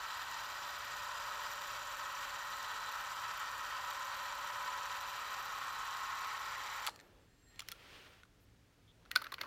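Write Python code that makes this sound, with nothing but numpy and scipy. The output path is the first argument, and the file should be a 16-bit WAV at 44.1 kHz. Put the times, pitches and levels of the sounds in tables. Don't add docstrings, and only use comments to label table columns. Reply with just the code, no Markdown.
import sys
import numpy as np
from scipy import signal
from scipy.fft import rfft, irfft
from scipy.io import wavfile
from scipy.ndimage import uniform_filter1d, map_coordinates

SR = 44100
rng = np.random.default_rng(int(sys.argv[2]) if len(sys.argv) > 2 else 0)


def inscribe(sig):
    pcm = np.round(np.clip(np.atleast_2d(sig).T, -1, 1) * 32767)
    wavfile.write(sys.argv[1], SR, pcm.astype(np.int16))


def volts(x):
    e = np.asarray(x, float) / 20
    return 10 ** e


N = 417186
T = np.arange(N) / SR
STOP_S, DRAG_S = 6.89, 9.1

# (frequency [Hz], level [dB per Hz])
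BODY = [(220, -47.5), (380, -26), (569, -22), (687, -18), (1000, -4), (1180, -7.5), (1290, -2.5),
        (1890, -10.5), (2100, -8), (3960, -15.5), (5320, -23.5), (7160, -24), (9500, -33.5), (12400, -30),
        (20900, -120)]
# (frequency [Hz], width [Hz], level [dB])
PLATES = [(420, 12, -1), (904, 200, 1), (1031, 86, 3), (1110, 18, 4), (1295, 80, 5.5), (1498, 104, 3.5),
          (1875, 150, 8.5), (2125, 90, -10.5), (3114, 200, 4.5), (4003, 164, 8.5), (4610, 160, 8.5),
          (4986, 64, 11), (5700, 270, 4), (7140, 150, 2), (7570, 160, 7)]


def noise():
    return rng.standard_normal(N)


def tone(turns):
    return np.sin(2 * np.pi * turns)


def wave(turns):
    return np.cos(2 * np.pi * turns)


def rms_one(x):
    return x / np.sqrt(np.mean(x ** 2) + 1e-20)


def in_time(rows):
    s, *columns = np.transpose(rows)
    return [np.interp(T, s, column) for column in columns]


def between(start_s, end_s, fade_s=.006):
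    fade_in = np.clip((T - start_s) / fade_s + 1, 0, 1)
    return fade_in * np.clip((end_s - T) / fade_s + 1, 0, 1)


def drift(rate_hz):
    points = rng.standard_normal(int(N / SR * 60) + 2)
    return np.interp(T * rate_hz, np.arange(len(points)), points) * np.sqrt(1.5)


def split(x, hz):
    return [signal.sosfilt(signal.butter(2, hz, side, fs=SR, output="sos"), x) for side in ("low", "high")]


def colour(x, spectrum, bumps=()):
    size = 2 ** 14
    hz = np.arange(size // 2 + 1) * SR / size + 1
    curve_hz, curve_db = np.transpose(spectrum)
    db = np.interp(np.log(hz), np.log(curve_hz), curve_db)
    db = db + sum(top_db / (1 + (2 * (hz - f) / width) ** 2) for f, width, top_db in bumps)
    cepstrum = irfft(np.log(volts(db)))
    cepstrum[1:size // 2] *= 2
    cepstrum[size // 2 + 1:] = 0
    impulse = irfft(np.exp(rfft(cepstrum)))
    return rms_one(signal.oaconvolve(x, impulse)[:N])


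def resonances(x, modes):
    out = 0
    for k, (hz, width_hz, db) in enumerate(modes):
        r = np.exp(-np.pi * width_hz / SR)
        poles = [1, -2 * r * np.cos(2 * np.pi * hz / SR), r * r]
        out = out + (-1) ** k * volts(db) * signal.lfilter([1 - r, 0, r - 1], poles, x)
    return rms_one(out)


def air():
    # (frequency [Hz], level [dB per Hz])
    air_spectrum = [(12, -31), (20, -15.5), (44, -2), (116, -8.5), (138, -17.5), (168, -9), (204, -16.5),
                    (285, -12), (319, -17), (472, -24), (558, -31.5), (1610, -25.5), (6360, -33.5),
                    (9950, -41.5), (16000, -47)]
    hum = resonances(noise(), [(110, 9, 0)])
    return volts(-68) * colour(noise(), air_spectrum) + volts(-74.5) * hum


def bedroom(x):
    low_t60_s, high_t60_s, room_db = .4, .32, -24
    t = np.arange(int(.4 * SR)) / SR
    dull = split(rng.standard_normal(len(t)), 9400)[0]
    low, high = split(dull, 2500)
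    tail = (low * volts(-60 * t / low_t60_s) + high * volts(-60 * t / high_t60_s)) * (t > .006)
    return volts(room_db) * signal.oaconvolve(x, tail / np.sqrt(np.sum(tail ** 2)))[:N]


def gear_rub(turns, low_db, high_db):
    count, stage = 2400, T / .3
    flaws = rng.standard_normal((24, count))
    place, blend = turns % 1 * (count - 1), np.pi / 2 * (stage % 1)
    older, newer = [map_coordinates(flaws, [stage // 1 + k, place], order=1) for k in (0, 1)]
    repeat = split(np.cos(blend) * older + np.sin(blend) * newer, 1400)[0]

    idler_turns = 2.7 * turns
    load_db = wave(12 * turns) + .49 * wave(11 * turns) + .85 * np.cos(2 * np.pi * turns + 1.4)
    load_db = load_db + .7 * wave(idler_turns) + .6 * drift(25)
    mixed = colour(volts(load_db) * noise(), BODY, PLATES) + .5 * colour(repeat, BODY, PLATES)
    low = signal.sosfiltfilt(signal.butter(4, 1180, fs=SR, output="sos"), mixed)
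    return volts(low_db) * low + volts(high_db) * (mixed - low)


def wheel_tones(turns, loose, tilt):
    # (multiple of shaft [1], level [dB], change with tilt [dB])
    wheels = [(27, -77, 2), (50, -67, 2), (51, -66, 0), (54, -60, -4), (55.6, -64, 0), (60, -57, -3),
              (65, -60, 9), (77, -57, -4), (67, -59, 2), (68, -63, 2), (75, -58, -3), (78.25, -59, -4),
              (90.6, -63, 0), (109, -62, 0)]
    looser = 12 * loose - 11 * turns
    out = np.zeros(N)
    for k, db, by_db in wheels:
        level_db = db - 2 + by_db * tilt + 3.2 * drift(2.93)
        out += volts(level_db) * np.sin(2 * np.pi * k * looser + k ** 2)
    return out


def plates_facing(x, sway, tilt):
    # (frequency [Hz], width [Hz], sway [dB], change with tilt [dB])
    facing = [(1000, 82, 2.5, -1), (1060, 120, 1.5, 3), (1300, 130, 2, -2), (2120, 150, 2, 6),
              (2470, 570, 1, 0.5), (4030, 250, 2, -0.5), (4930, 150, 3.5, 1), (7100, 300, 3, 1)]
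    for k, (hz, width_hz, sway_db, by_db) in enumerate(facing):
        gain = volts(sway_db * np.roll(sway, k * SR) + by_db * tilt ** 2)
        x = x + (gain - 1) * signal.lfilter(*signal.iirpeak(hz, hz / width_hz, fs=SR), x)
    return x


def mesh_tone(loose):
    # (multiple of shaft [1], level [dB])
    mesh = [(27, -17), (30, -18), (31, -15), (32, -11), (33, -3), (34, 0), (35, -2.5), (36, -9), (37, -14)]
    return rms_one(sum(volts(db + drift(2.5)) * np.sin(2 * np.pi * k * loose + np.pi * min(k - 34, 0))
                       for k, db in mesh))


def tooth_ticks(turns, tilt, tick_db, high_db):
    # (frequency [Hz], width [Hz], level [dB])
    pinion = [(3650, 600, 1), (5860, 660, 2), (7110, 142, 7), (7800, 560, -4), (10930, 170, -11)]
    # (frequency [Hz], width [Hz], level [dB])
    shutter = [(11600, 500, -11), (12250, 800, -11), (13480, 520, 1.5), (14630, 900, -6)]
    shutter_db, claw_db, tap_db = -6.5, -83, -22.5

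    at = np.flatnonzero(np.diff(np.floor(12 * turns)))
    chance = np.clip(rng.standard_normal((len(at), 2)), -2, 2)
    turn = turns[at]
    size_db = 2.2 * np.cos(4 * np.pi * turn + 1.2) + 1.7 * np.cos(2 * np.pi * turn + 2.1)
    size_db += 1.3 * wave(3 * turn) + wave(5.65 * turn)
    size_db += .7 * chance[:, 0] + 2.4 * uniform_filter1d(chance[::-1, 1], size=4)
    at = at + np.abs(6 * chance[:, 1]).astype(int)
    hits = np.zeros(N)
    hits[at] = volts(size_db)
    chatter = signal.lfilter([.09], [1, -1.88, .8835], hits)
    hits[at] *= volts(2.9 * chance[::-1, 0])
    flutter = signal.lfilter([1], [1, -.95], hits) + .1 * (1 + wave(23 * turns))

    rattle = noise()
    ticks = volts(tick_db) * resonances((chatter + .059) * rattle, pinion)
    ticks += volts(tick_db + shutter_db - 1.5 * tilt) * resonances((flutter + .04) * noise(), shutter)
    claw_swing_db = 12 * np.cos(2 * np.pi * turns + 3.5)
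    ticks += volts(claw_db + claw_swing_db) * resonances(rattle[::-1], [(9800, 490, 0)])
    taps = split(colour(chatter * rattle, BODY, PLATES), 1420)[1]
    return ticks + volts(high_db + tap_db) * rms_one(taps)


def train():
    # (time [s], shaft speed [turns/s])
    speed = [(0.0, 16.953), (0.5, 16.938), (1.0, 16.911), (1.5, 16.88), (2.0, 16.855), (2.5, 16.836),
             (3.0, 16.821), (3.5, 16.807), (4.0, 16.787), (4.5, 16.752), (5.0, 16.698), (5.5, 16.624),
             (6.0, 16.535), (6.5, 16.446), (6.85, 16.4)]
    play_turns = .002
    turns = np.cumsum(in_time(speed)[0]) / SR + .024
    loose = turns + play_turns * drift(1.5)
    sway = (loose - turns) / play_turns
    tilt = np.interp(T, (5.16, 6.16), [0, 1])

    low_db, high_db = -44 + .3 * tilt, -45.5 - tilt
    tick_db, mesh_db = -57.5 + .7 * tilt, -64 - 4.5 * tilt
    barrel_s, slack_s, barrel_db = 2.91, .1, 2.5
    mesh_db = mesh_db - barrel_db * wave((T - slack_s) / barrel_s)

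    rub = gear_rub(turns, low_db, high_db) + wheel_tones(turns, loose, tilt)
    rub = plates_facing(rub, sway, tilt)
    ticks = tooth_ticks(turns, tilt, tick_db, high_db)
    running = (rub + volts(mesh_db) * mesh_tone(loose)) * between(0, STOP_S)
    return running + ticks * between(0, STOP_S - .022)


def governor():
    whine_s, coast_s, end_s = 6.62, 6.9, 7.15
    coast_hz, whine_sag_hz_per_s, sag_hz_per_s, brake_hz_per_s3 = 14480, 1500, 4000, 250000
    whine_db, coast_db, fade_from_s, fade_db_per_s = -80, -83, 7.06, 150
    t = np.clip(T - coast_s, 0, end_s - coast_s)
    hz = coast_hz + whine_sag_hz_per_s * np.clip(coast_s - T, 0, 1)
    hz = hz - sag_hz_per_s * t - brake_hz_per_s3 * t ** 3
    db = np.where(t > 0, coast_db, whine_db) - fade_db_per_s * np.clip(T - fade_from_s, 0, 1)
    return volts(db + 3 * drift(60)) * tone(np.cumsum(hz) / SR) * between(whine_s, end_s)


def knock(peak_db, body_db, treble_db, body_hz, ring_hz, ring_db, contact_s):
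    # (frequency [Hz], level [dB], t60 [s])
    thin_parts = [(2800, -4, .006), (3500, -4, .006), (4300, -3, .006), (5300, -18, .025), (6000, -4, .005),
                  (7300, -4, .004), (10400, -8, .004), (12200, -8, .008), (14500, -4, .003)]
    # (multiple of body pitch [1], level [dB], t60 [s])
    hollow_modes = [(.36, -30, .02), (.78, -13, .01), (1, 0, .017), (1.27, -6, .01), (1.5, -8, .008)]
    t = np.arange(3000) / SR
    u = t / contact_s
    push = u ** 2 * np.exp(-1.3 * u) + .17 * np.minimum(u / 2, 1) * np.exp(-t / .0036)
    force = rng.standard_normal(len(t)) * push

    struck = [(ring_hz, ring_db - 3, .003), (.9 * ring_hz, ring_db - 5, .003)]
    hz, db, t60_s = np.transpose(thin_parts + struck)[:, :, None]
    detune = 1 + .019 * rng.standard_normal(hz.shape)
    parts = volts(db - 60 * t / t60_s) * tone(hz * detune * t)
    rung = signal.fftconvolve(force, parts.sum(axis=0))[:len(t)] + volts(22) * force
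    middle, treble = split(split(rung, 2200)[1], 7000)
    middle, treble = split(middle, 7000)[0], split(treble, 7000)[1]

    ratio, db, t60_s = np.transpose(hollow_modes)[:, :, None]
    hollow = volts(db - 60 * t / t60_s) * tone(body_hz * ratio * t)
    body = signal.fftconvolve(force, hollow.sum(axis=0))[:len(t)]
    body = split(split(body, .64 * body_hz)[1], .55 * body_hz)[1]

    middle, treble, body = [volts(peak_db) * x / np.abs(x).max() for x in (middle, treble, body)]
    return middle, volts(treble_db) * treble + volts(body_db) * body


def shade(x):
    shades = [
        (6.8, [(3200, 600, -2), (4500, 1200, 3), (7560, 1400, 6), (12000, 1200, 3.5), (15000, 3500, -10)]),
        (7.5, [(2200, 600, -2), (4600, 920, -5), (6330, 820, 2), (11200, 920, 3), (14800, 1500, 4)]),
        (8.9, [(450, 200, 14), (760, 330, -22), (1770, 170, -0.5), (2700, 650, -2.5), (4500, 770, 5), (7540, 2300, -6.5), (12400, 500, 7.5), (14300, 1500, 3)]),
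    ]
    edges = [int(s * SR) for s, _ in shades] + [N]
    for (_, bands), start, end in zip(shades, edges, edges[1:]):
        for hz, width_hz, db in bands:
            r = np.exp(-np.pi * width_hz / SR)
            poles = [2, -4 * r * np.cos(2 * np.pi * hz / SR), 2 * r ** 2]
            band = signal.lfilter([1 - r ** 2, 0, r ** 2 - 1], poles, x[start:end])
            x[start:end] += (volts(db) - 1) * band
    return x


def knocks():
    # (time [s], peak [dB], body [dB], treble [dB], body pitch [Hz])
    camera_snaps = [(6.8668, -29.5, -12, 4, 1050), (6.8693, -33, -1, -4, 1060),
                    (6.874, -22.5, -7, -13, 1300), (6.875, -35, -6, -5, 1300), (6.881, -41, 9, -1, 1190),
                    (6.895, -41, -12, -6, 1750), (6.9035, -56, -10, -3, 1500),
                    (6.9608, -48.5, -8, -6, 1260), (6.9918, -55, 5, -20, 1700),
                    (7.0006, -50.5, -2, -6, 1830), (7.0121, -57, -2, -3, 1750), (7.56, -55, -11, -8, 1960),
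                    (7.5936, -37.5, -26, -18, 2280), (7.5959, -31.5, -25, -8, 2250),
                    (7.605, -32.5, -14, -13, 1050), (7.6786, -53, -12, -6, 2190),
                    (7.687, -32, -13, -5, 1950), (7.7002, -61, -7, 4, 1550), (7.718, -34.5, -26, -2, 1900),
                    (7.7221, -34, -9, -11, 1450)]
    # (time [s], peak [dB], body [dB], body pitch [Hz], flange pitch [Hz])
    spool_snaps = [(9.061, -62, 6, 1450, 2990), (9.1153, -30, -2, 2060, 2840),
                   (9.1607, -16.5, -1.5, 1523, 4640), (9.1658, -35, 6.5, 1480, 3100),
                   (9.174, -35, -10, 1500, 2590), (9.218, -42.5, 1.5, 1240, 4280),
                   (9.242, -42.5, -9, 1600, 4300), (9.268, -47, 11.5, 1660, 4420),
                   (9.3208, -38.5, 1, 1510, 4430), (9.3424, -33.5, -9, 1380, 4020),
                   (9.383, -58, 19, 1500, 2780), (9.3904, -58, 18, 1530, 2830),
                   (9.4134, -32, -11, 1650, 4650), (9.4148, -30.5, -1.5, 1650, 3740)]
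    # (time [s], peak [dB], body [dB], treble [dB], body pitch [Hz])
    nudges = [(6.8887, -44, 14, -15, 950), (7.62, -47, -4, -9, 1390), (7.6225, -52, 1, -5, 1310),
              (8.2347, -53, 5, -15, 1450), (8.2539, -64, 5, -14, 1270), (9.0535, -59.5, 1, -19, 1700),
              (9.1102, -53, 6, -17, 1500), (9.1579, -31, -3, -12, 1620), (9.222, -45, 7, 3, 1310),
              (9.2455, -47, 8.5, -7, 1500), (9.256, -56, 8, -15, 1500), (9.26, -56, 13, -15, 1300),
              (9.2705, -52, 9, -24, 1400), (9.324, -41, 6, -4, 1090), (9.3285, -54, 5, -8, 1150),
              (9.3385, -56, 14.5, -15, 1300), (9.346, -57, -1, -19, 1300), (9.387, -58, 6, -12, 1500),
              (9.411, -53, 17, -15, 1600), (9.4352, -56, 17, -15, 1250), (9.4427, -56, 14, -12, 1085),
              (9.451, -57, 10, -9, 1080), (9.457, -57, 11, -9, 1080)]
    pawl_hz, latch_hz, latch_s, rim_hz = 4700, 5600, 7.6, 4100
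    part_db, flange_db, spool_treble_db = 2.5, 11.5, -6
    snap_s, nudge_s = .0005, .0011

    hits = [(*row, latch_hz if row[0] > latch_s else pawl_hz, part_db, snap_s) for row in camera_snaps]
    for s, db, body_db, hz, ring_hz in spool_snaps:
        treble_db = spool_treble_db - max(body_db, 0)
        hits.append((s, db, body_db, treble_db, hz, ring_hz, flange_db, snap_s))
    hits += [(*row, rim_hz, part_db, nudge_s) for row in nudges]

    out = np.zeros(N + 3000)
    for s, *settings in hits:
        middle, rest = knock(*settings)
        start = round(s * SR) - np.abs(middle).argmax()
        out[start:start + 3000] += middle + rest
    out += 1e-12 * rng.standard_normal(len(out))
    return shade(out)[:N]


def cloth():
    # (start [s], top [s], end [s], rub level [dB], thud re rub [dB])
    strokes = [
        (6.892, 6.9, 7.27, -74, 8),
        (7.47, 7.97, 8.24, -58.5, -10.5),
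        (8.95, 9.09, 9.11, -82, 7),
    ]
    # (frequency [Hz], level [dB per Hz])
    cloth_spectrum = [(410, -41), (700, -10), (1290, -0.5), (3120, -1.5), (4080, -6.5), (4740, -8.5),
                      (7920, -21), (9000, -21), (11700, -59), (19800, -120)]
    rest_thud_db, rest_rub_db, rest_fine_db, fine_db = -78, -84.5, -87, -17
    rub, low_rub = np.zeros(N), np.zeros(N)
    for start_s, top_s, end_s, db, thud_db in strokes:
        rise_fall = np.interp(T, [start_s, top_s, end_s], [0, 1, 0])
        swell = volts(db) * rise_fall ** np.where(T > top_s, .72, 1)
        rub += swell
        low_rub += volts(thud_db) * swell
    thud = resonances(noise(), [(377, 260, 11.5), (750, 1400, -.5)])
    fine = rms_one(split(noise(), 7000)[1])
    out = (volts(rest_thud_db) + low_rub * volts(.68 * drift(20))) * thud
    out += (volts(rest_rub_db) + rub * volts(2.1 * drift(45))) * colour(noise(), cloth_spectrum)
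    out += (volts(rest_fine_db) + volts(fine_db) * rub) * fine
    return out * between(STOP_S, DRAG_S)


def trigger():
    # (time [s], lever squeal [dB], spring squeal [dB])
    slide = [(6.9, -105, -105), (7.18, -105, -100), (7.22, -100, -87), (7.27, -92, -95), (7.32, -80, -90),
             (7.4, -88, -83), (7.47, -80, -77), (7.54, -74, -74), (7.59, -74, -80)]
    # (frequency [Hz], width [Hz], level [dB])
    lever = [(1850, 60, 0), (4200, 45, -1)]
    # (frequency [Hz], width [Hz], level [dB])
    spring = [(7550, 22, 0), (11650, 40, -12), (14450, 50, -24)]
    # (frequency [Hz], width [Hz], level [dB], loss [dB/s])
    stop_ring = [(1800, 110, -68, 75), (2800, 120, -75, 90), (3000, 2500, -61, 330), (4200, 45, -66, 190),
                 (7550, 30, -79, 110)]
    rough_db = -4
    lever_db, spring_db = in_time(slide)
    since_s = np.clip(T - slide[0][0], 0, 1)
    friction = volts(1.5 * drift(40)) * noise()
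    out = np.zeros(N)
    for hz, width_hz, db, loss in stop_ring:
        out += volts(db - loss * since_s) * resonances(friction, [(hz, width_hz, 0)])
    for level_db, modes, rate_hz in ((lever_db, lever, 25), (spring_db, spring, 40)):
        pure = sum(volts(db) * tone(hz * T) for hz, _, db in modes)
        squeal = volts(rough_db) * resonances(friction, modes) + pure
        out += volts(level_db - 1 + 2.5 * drift(rate_hz)) * squeal
    return out * between(slide[0][0], slide[-1][0])


def after_rings():
    # (time [s], frequency [Hz], level [dB], t60 [s])
    rings = [(7.688, 5250, -58, .08), (7.72, 10600, -63, .08), (7.724, 1380, -49, .06),
             (9.2435, 12300, -56, .04), (9.321, 12300, -57, .05), (9.325, 1080, -47, .07),
             (9.163, 1530, -33, .05), (9.117, 1900, -50, .1)]
    return sum(volts(db - 60 * np.clip(T - s, 0, 1) / t60_s) * tone(hz * (T - s)) * (T > s)
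               for s, hz, db, t60_s in rings)


def touches():
    # (time [s], length [s], frequency [Hz], width [Hz], level [dB])
    skin = [
        (8.88, .04, 3400, 500, -71),
        (8.405, .04, 12500, 6000, -80),
    ]
    out = np.zeros(N)
    for s, length_s, hz, width_hz, db in skin:
        mode = [(hz, width_hz, 0)]
        out += volts(db) * resonances(resonances(noise(), mode), mode) * between(s, s + length_s)
    return out


def spool_drag():
    # (time [s], level [dB])
    drag = [(9.1, -62), (9.125, -53), (9.15, -48.5), (9.18, -47), (9.21, -46), (9.27, -52), (9.29, -50.5),
            (9.36, -55), (9.41, -48), (9.435, -44.5), (9.46, -49)]
    # (frequency [Hz], level [dB per Hz])
    spool_spectrum = [(150, -62), (250, -9), (729, -5), (1200, -12), (1760, -11), (2400, -7), (3110, -1),
                      (4500, -11), (8770, -36), (12000, -31), (15500, -26)]
    bumps = [(700, 450, -10), (1300, 300, 4), (2000, 400, 4), (4400, 1600, 3), (12000, 900, 8)]
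    grains = noise() * volts(2.5 * drift(55))
    low, high = split(colour(grains, spool_spectrum, bumps), 2700)
    drag_db, = in_time(drag)
    return volts(drag_db) * (low + volts(-7) * rms_one(high)) * between(DRAG_S, 10)


def scene():
    near = train() + governor() + knocks() + cloth() + trigger() + after_rings() + touches() + spool_drag()
    return (near + bedroom(near) + air())[None]


def low_pass(x):
    return signal.sosfilt(signal.butter(12, 16510, fs=SR, output="sos"), x)


def record(dry):
    rounded = .3 * np.tanh(dry / .3)
    mix = signal.sosfilt(signal.cheby2(18, 60, 16500, fs=SR, output="sos"), rounded)
    return low_pass(mix)


dry = scene()
out = record(dry)
inscribe(out)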